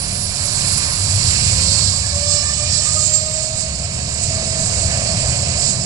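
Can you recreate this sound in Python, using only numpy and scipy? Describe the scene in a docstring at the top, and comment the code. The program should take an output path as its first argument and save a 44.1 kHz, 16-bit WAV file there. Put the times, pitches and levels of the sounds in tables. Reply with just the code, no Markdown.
"""Distant airliner taxiing and spooling up

A twin-engine airliner taxis past at a distance, heard outdoors on a camera's two microphones.
Filtered noise makes the exhaust rumble, the rushing air and the intake hiss; thin whistles slide down.
Sine overtones of the blade rate climb as the two fans spool up, and swell as their beam sweeps past.
Gusts lift the treble and random motion makes it flutter; the left channel is dull and slightly late."""
import sys
import numpy as np
from scipy import signal
from scipy.fft import rfft, irfft, next_fast_len
from scipy.io import wavfile
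from scipy.ndimage import map_coordinates

SR = 44100
rng = np.random.default_rng(int(sys.argv[2]) if len(sys.argv) > 2 else 0)


def materialize(psi):
    """Save the field psi as 16-bit PCM at rate SR to the path in sys.argv[1].

    A 1-D psi becomes a single channel; in a 2-D psi each row is a channel.
    """
    bounded = np.clip(np.atleast_2d(psi).T, -1, 1)
    quanta = np.round(bounded * 32767).astype(np.int16)
    wavfile.write(sys.argv[1], SR, quanta)


N = 257984
TIME = np.arange(N) / SR  # s

# Fan speed as the rate of passing blades: [t/s, f/Hz]
FAN_SPEED = [(0, 410), (1, 465), (1.5, 518), (1.75, 547), (2, 567), (2.25, 584), (2.5, 597), (3, 617),
             (3.5, 635), (4, 645), (5, 654), (5.85, 657)]


def amp(db):
    """Decibels to gain."""
    return 10 ** (np.asarray(db) / 20)


def curves(table):
    """Each column of a table after the first, drawn as a line through time."""
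    s, *columns = np.transpose(table)
    return [np.interp(TIME, s, column) for column in columns]


def bell(s, spread_s):
    """A smooth Gaussian rise and fall that peaks at 1."""
    return np.exp(-0.5 * ((TIME - s) / spread_s) ** 2)


def shape(x, colour, lag=None):
    """Filter by points of [f/Hz, level/dB], with an optional delay by points of [f/Hz, delay/s]."""
    size = next_fast_len(N, True)
    f = np.arange(size // 2 + 1) * SR / size
    hz, db = np.transpose(colour)
    gain = amp(np.interp(np.log(f + 1), np.log(hz), db))
    if lag is not None:
        delay_s = np.interp(f, *np.transpose(lag))
        gain = gain * np.exp(-2j * np.pi * f * delay_s)
    return irfft(rfft(x, size) * gain, size)[:N]


def noise(colour):
    """Two unrelated noises of one colour, together of rms 1: the direct and the scattered sound."""
    x = np.array([shape(rng.standard_normal(N), colour) for _ in range(2)])
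    return x / x.std()


def walk(rate):
    """Smooth random motion with a spread near 1, through `rate` random points per second."""
    points = rng.standard_normal(4096)
    coarse_s = TIME[::32]
    motion = map_coordinates(points, [coarse_s * rate], order=3, mode="wrap")
    return np.interp(TIME, coarse_s, motion)


def tone(phase, haze, haze_rate):
    """Direct and scattered tone of rms near 1; turbulence spreads a part into a narrow skirt of noise."""
    in_phase = (1 + haze * walk(haze_rate)) * np.sin(phase)
    quadrature = haze * walk(haze_rate) * np.cos(phase)
    direct = (in_phase + quadrature) / np.sqrt(1 + 2 * haze ** 2)
    scattered = np.sin(phase + 2 * walk(18))
    return np.sqrt(2) * np.array([direct, scattered])


def exhaust(boom_db=4, boom_fade_db_per_s=0.5):
    """Jets of hot gas rumble, boom and roar as shaped noise; a wavering drone swells among them."""
    # Exhaust before trim: [t/s, deep rumble level/dB, jet roar level/dB]
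    exhaust_levels = [(0, -31.5, -34.5), (.4, -38, -34.5), (.75, -34.5, -33), (.95, -35, -34.5),
                      (1.22, -27.5, -32.5), (1.6, -27, -30), (2.0, -28.5, -36.5), (2.9, -33.5, -36),
                      (3.4, -31, -38.5), (3.95, -30.5, -33.5), (4.55, -30, -30), (5.45, -26, -30),
                      (5.85, -31.5, -30.5)]
    # Drone that swells as the engines spool up, before trim: [t/s, f/Hz, level/dB]
    drone_course = [(0, 100.5, -43), (.68, 102.2, -27), (.92, 101.9, -41), (1.05, 97.7, -18),
                    (1.5, 96.48, -24.5), (1.85, 91.5, -22), (2.1, 89, -29), (2.6, 95.24, -30),
                    (3.1, 93.3, -32), (3.6, 95.8, -46)]
    # Relative spectra of the three noises: [f/Hz, level/dB]
    rumble_colour = [(12, -13), (22, -25), (37, -41), (52, -14), (64, 5.5), (78, 7), (95, -3), (130, -12),
                     (300, -58)]
    boom_colour = [(60, -39), (78, -8), (88, -3), (97, 0), (110, -5), (128, -1.5), (160, -11.5), (200, -18),
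                   (300, -52)]
    roar_colour = [(100, -1), (150, 3.5), (195, 1.5), (230, -5.5), (280, -11.5), (380, -13.5), (500, -14),
                   (800, -37)]

    rumble_db, roar_db = curves(exhaust_levels)
    drone_hz, drone_db = curves(drone_course)
    rumble = noise(rumble_colour) * amp(rumble_db - 1.0)
    # the boom follows rumble and roar, and slowly recedes against them
    boom_level_db = (rumble_db + roar_db) / 2 + boom_db - boom_fade_db_per_s * TIME
    boom = noise(boom_colour) * amp(boom_level_db)
    roar = noise(roar_colour) * amp(roar_db + 1.5)
    drone_phase = 2 * np.pi * np.cumsum(drone_hz) / SR
    drone = tone(drone_phase, haze=0.66, haze_rate=20) * amp(drone_db - 2.6)
    return rumble + boom + roar + drone


def airflow(howl_s=5.15, howl_spread_s=0.56, howl_rise_db=8):
    """Air rushes through the engines as banded noise; a hollow howl swells as they draw level."""
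    # Rushing air before trim: [t/s, rush level/dB, upper rush level/dB]
    rush_levels = [(0, -47, -43), (.3, -46.5, -44), (.55, -42.5, -39), (.82, -39.5, -37.5),
                   (1.02, -42, -39.5), (1.35, -41.5, -34), (1.78, -42, -36), (1.95, -47, -42),
                   (2.8, -47.5, -40), (3.8, -48.5, -43.5), (4.3, -46, -40.5), (5.1, -40.5, -37.5),
                   (5.85, -45, -40.5)]
    # Relative spectra, the howl's around the blade rate: [f/Hz, level/dB]
    howl_colour = [(380, -31), (500, -5.5), (570, -1), (650, 1), (730, -0.5), (820, -15.5), (1100, -33)]
    rush_colour = [(200, -30), (350, -9), (480, -12.5), (850, 1.5), (1100, 5), (1400, -2.5), (1700, 4),
                   (1950, 1.5), (2400, 7.5), (3500, -27)]
    upper_rush_colour = [(1600, -20), (2000, 1), (2400, 3.5), (2800, 3.5), (3250, -1.5), (3700, -20),
                         (4500, -64.5)]

    rush_db, upper_db = curves(rush_levels)
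    howl_db = -40.5 + howl_rise_db * bell(howl_s, howl_spread_s)
    howl = noise(howl_colour) * amp(howl_db + 0.66 * walk(22))
    rush = noise(rush_colour) * amp(rush_db + 8.5 + 1.4 * walk(14))
    upper = noise(upper_rush_colour) * amp(upper_db + 6 + 1.5 * walk(21.99))
    return howl + rush + upper


def gusts():
    """Moving air carries the treble over: the lift in dB of its lower and its upper part."""
    # Gusts: [t/s of the peak, spread/s, lower hiss lift/dB, upper hiss lift/dB]
    gust_events = [(2.34, 0.05, 4.5, 3.5), (2.758, 0.039, 6, 2), (2.92, 0.094, 1.5, 4.5),
                   (3.054, .03, 2.5, 4.5), (3.15, 0.017, 3.5, 7), (3.415, 0.048, 1.5, 4),
                   (3.603, 0.028, 2, 8), (4.225, 0.026, .5, 5.5), (4.63, 0.035, 0, 3.5),
                   (4.798, 0.039, 1, 5), (5.662, 0.054, 4.5, 6)]
    return sum(np.outer([low_db, high_db], bell(s, spread_s))
               for s, spread_s, low_db, high_db in gust_events)


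def ribbed(x, centre_hz=3874, spacing_hz=104, spread_hz=220, depth_db=2.6):
    """Evenly spaced peaks and dips rib the lower edge of the hiss."""
    offset = np.arange(-800, 800, 8)  # Hz
    ripple = np.cos(2 * np.pi * offset / spacing_hz)
    db = depth_db * ripple * np.exp(-0.5 * (offset / spread_hz) ** 2)
    return shape(x, np.column_stack([centre_hz + offset, db]))


def intakes(brighten_db_per_hz=0.0115):
    """Two broad humps of hiss, the upper rising with fan speed; gusts lift them and eddies flutter them."""
    # Intake hiss between gusts, before trim: [t/s, level/dB]
    hiss_levels = [(0, -29), (.35, -27.5), (.45, -24), (.7, -22.5), (.95, -25), (1.25, -21.5),
                   (1.83, -20.5), (2.04, -26.5), (2.95, -27), (3.3, -29.5), (3.9, -33), (4.3, -28.5),
                   (5.3, -26), (5.85, -30)]
    # Relative spectra of the two humps: [f/Hz, level/dB]
    low_hiss_colour = [(2700, -28.5), (3300, -13.5), (3750, -8.5), (4300, 0.5), (4750, 2), (5350, 0.5),
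                       (6000, -4.5), (7000, -61), (8500, -62)]
    high_hiss_colour = [(5200, -33), (6200, -7.5), (6700, -4), (7300, 2), (7900, 2), (8500, -5),
                        (9200, -12), (9800, -23), (10250, -24), (10450, -28), (11200, -44)]

    hiss_db, = curves(hiss_levels)
    blade_hz, = curves(FAN_SPEED)
    low_gust_db, high_gust_db = gusts()
    bright_db = brighten_db_per_hz * (blade_hz - blade_hz[0])
    low_db = hiss_db + low_gust_db + 4.5 + 0.77 * walk(35)
    high_db = hiss_db + high_gust_db + bright_db + 5.0 + 0.9 * walk(40)
    low = noise(low_hiss_colour) * amp(low_db)
    high = noise(high_hiss_colour) * amp(high_db)
    return np.array([ribbed(x) for x in low]) + high


def whistles(centre_hz=9740, fall_hz_per_s=1050, half_length_s=0.1):
    """Thin tones slide down through a narrow band of sizzle and die out as the fans speed up."""
    # Whistles: [t/s of the loudest point, level/dB]
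    whistle_events = [(-.06, -18.5), (0.202, -23.5), (.5, -22.5), (.74, -23), (.96, -25), (1.15, -26.5),
                      (1.321, -29.5), (1.499, -30)]
    # Sizzle around them: [t/s, level/dB]
    sizzle_levels = [(0, -29.5), (.6, -26.5), (1.2, -29), (1.6, -30.5), (2.1, -36), (2.6, -45)]
    # Relative spectrum of the sizzle: [f/Hz, level/dB]
    sizzle_colour = [(8700, -17), (9300, -1), (9550, 4.5), (9800, 2.5), (10050, -1.5), (10300, -12),
                     (10800, -39)]

    sizzle_db, = curves(sizzle_levels)
    out = noise(sizzle_colour) * amp(sizzle_db)
    for s, db in whistle_events:
        age = TIME - s
        phase = 2 * np.pi * np.cumsum(centre_hz - fall_hz_per_s * age) / SR
        # half amplitude at half_length_s either side of the peak
        swell = 1 / (1 + (age / half_length_s) ** 2) * (np.abs(age) < 0.5)
        out = out + tone(phase, haze=0.96, haze_rate=50) * amp(db) * swell
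    return out


def breeze():
    """A light breeze buffets the microphones: soft low noise, different at each port."""
    # Relative spectrum of the buffeting: [f/Hz, level/dB]
    breeze_colour = [(15, -14), (28, -2), (40, 5), (55, -4), (120, -38.5)]
    # Buffeting: [t/s, level/dB]
    breeze_levels = [(0, -35), (1.85, -43), (2.2, -52), (5.85, -49)]
    breeze_db, = curves(breeze_levels)
    return noise(breeze_colour) * amp(breeze_db)


def fan_note(phase):
    """The lowest tones of the two fans merge into one that fades in and out over a faint steady part."""
    # Swells before trim: [t/s of the peak, half-length/s, level/dB]
    swell_events = [(1.66, 0.14, -41.5), (2.268, 0.14, -32.5), (2.625, .04, -33), (2.794, 0.024, -35.5),
                    (2.99, 0.044, -35), (3.326, 0.24, -33.5), (3.65, 0.028, -36.5), (4.467, 0.18, -35.5),
                    (5.05, 0.25, -36.5), (5.695, .05, -40)]
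    swell = sum(amp(db) / (1 + ((TIME - s) / half_length_s) ** 8)
                for s, half_length_s, db in swell_events)
    steady = amp(-46) * np.interp(TIME, [1.4, 2.5], [0, 1])
    return tone(phase, haze=0.26, haze_rate=35) * np.hypot(swell, steady) * amp(0.5)


def fans(fade_db=2.5, near_db=-2.0, far_db=-3.0, gust_share=1.0):
    """Two fans at slightly different speeds; overtones of the blade rate beam forward and sideways."""
    # Overtones before trim: [multiple of blade rate, forward beam level/dB, side level/dB]
    overtones = [(2, -36.5, -60), (3, -39.5, -61), (4, -39, -49), (5, -39.5, -62), (6, -44, -40),
                 (7, -47, -32), (8, -39, -32.5), (9, -29, -48), (10, -44, -36), (11, -36, -30.5),
                 (12, -31.5, -33.5), (13, -25.5, -45), (14, -34, -56)]
    # Brief glints of single overtones before gusts: [multiple of blade rate, t/s of the peak, level/dB]
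    glints = [(8, 1.795, -20), (9, 1.8, -24), (7, 1.98, -35), (13, 2.273, -28), (9, 2.327, -29),
              (8, 2.77, -34), (9, 2.733, -31.5), (11, 3.08, -27), (12, 3.14, -20), (12, 3.3, -26)]
    # Start and end of the side of the fans coming into view: [t/s]
    side_view_s = [1.5, 4.2]
    beam_narrowing = 0.33  # higher overtones beam more narrowly, by this power of their multiple

    blade_hz, = curves(FAN_SPEED)
    near_hz = blade_hz * (1 + 0.000674 * walk(15))
    far_hz = blade_hz * (1 - 0.009 + 0.001111 * walk(14))
    near = 2 * np.pi * np.cumsum(near_hz) / SR
    far = 2 * np.pi * np.cumsum(far_hz) / SR
    out = fan_note((near + far) / 2)
    beam = bell(2.5, spread_s=0.34)  # sweep of the forward beam for the 8th overtone
    side = np.interp(TIME, side_view_s, [0, 1])
    gust_db = gust_share * gusts().mean(axis=0)
    for multiple, beam_db, side_db in overtones:
        k = round(multiple)
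        height = k / 8
        # the low overtones come mostly from the far fan, around the fuselage, broken into a band of noise
        clean = tone(k * near, haze=0.7, haze_rate=45) * amp(near_db) * min(height, 1)
        hoarse = tone(k * far, haze=4, haze_rate=130) * amp(far_db)
        # each overtone fades on its own, the low ones most deeply; gusts lift the high ones most
        fading_db = fade_db * walk(18) / np.sqrt(height)
        flutter = amp(fading_db + gust_db * height - 0.6)
        forward = amp(beam_db) * beam ** (height ** (2 * beam_narrowing))
        sideways = amp(side_db) * side
        out = out + (clean + hoarse) * flutter * (forward + sideways)
    for multiple, s, db in glints:
        glint = tone(round(multiple) * near, haze=0.87, haze_rate=60)
        out = out + glint * amp(db + gust_db) * bell(s, spread_s=0.095)
    return out


def scene():
    """The right channel hears the aircraft fully; the left is shaded, later and mixed with scattered sound."""
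    # Sound scattered from the surroundings against the direct sound: [f/Hz, level/dB]
    scatter = [(25, 12), (60, -31), (120, -16.5), (350, 4), (620, -12), (900, 3), (1400, -5), (2000, -7.5),
               (2500, 3), (3100, 2.5), (4500, 2), (6000, -4), (8000, 5), (9700, -2)]
    # Left channel against the right: [f/Hz, level/dB]
    left_shade = [(100, 2), (350, 2.5), (650, 1.5), (1300, 1), (1950, 0), (2500, -11), (3300, -8),
                  (4200, -14.5), (5500, -20.5), (6400, -19.5), (7600, -42.5), (8800, -32), (9700, -29)]
    # Delay of the left channel, where sound bends round the camera body: [f/Hz, delay/s]
    left_lag = [(600, 0.00021), (1500, 0.00016), (2000, 0.00021), (3100, 0.00012), (3800, 0.00016),
                (7000, 0.00019)]

    direct, scattered = exhaust() + airflow() + intakes() + whistles() + fans()
    # the two shares add up to the full power at each frequency
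    direct_share = [(hz, -10 * np.log10(1 + amp(db) ** 2)) for hz, db in scatter]
    scattered_share = [(hz, -10 * np.log10(1 + amp(-db) ** 2)) for hz, db in scatter]
    mixed = shape(direct, direct_share) + shape(scattered, scattered_share)
    left = shape(mixed, left_shade, lag=left_lag)
    return np.array([left, direct]) + breeze()


def record(dry, ceiling=0.92, top_hz=11100):
    """The camera rounds the very highest peaks and cuts the top steeply."""
    rounded = dry / (1 + (dry / ceiling) ** 8) ** (1 / 8)
    # order 10, 0.2 dB of ripple below top_hz, 70 dB of rejection above
    top_cut = signal.ellip(10, 0.2, 70, top_hz, fs=SR, output="sos")
    return signal.sosfilt(top_cut, rounded)


dry = scene()
out = record(dry)
materialize(out)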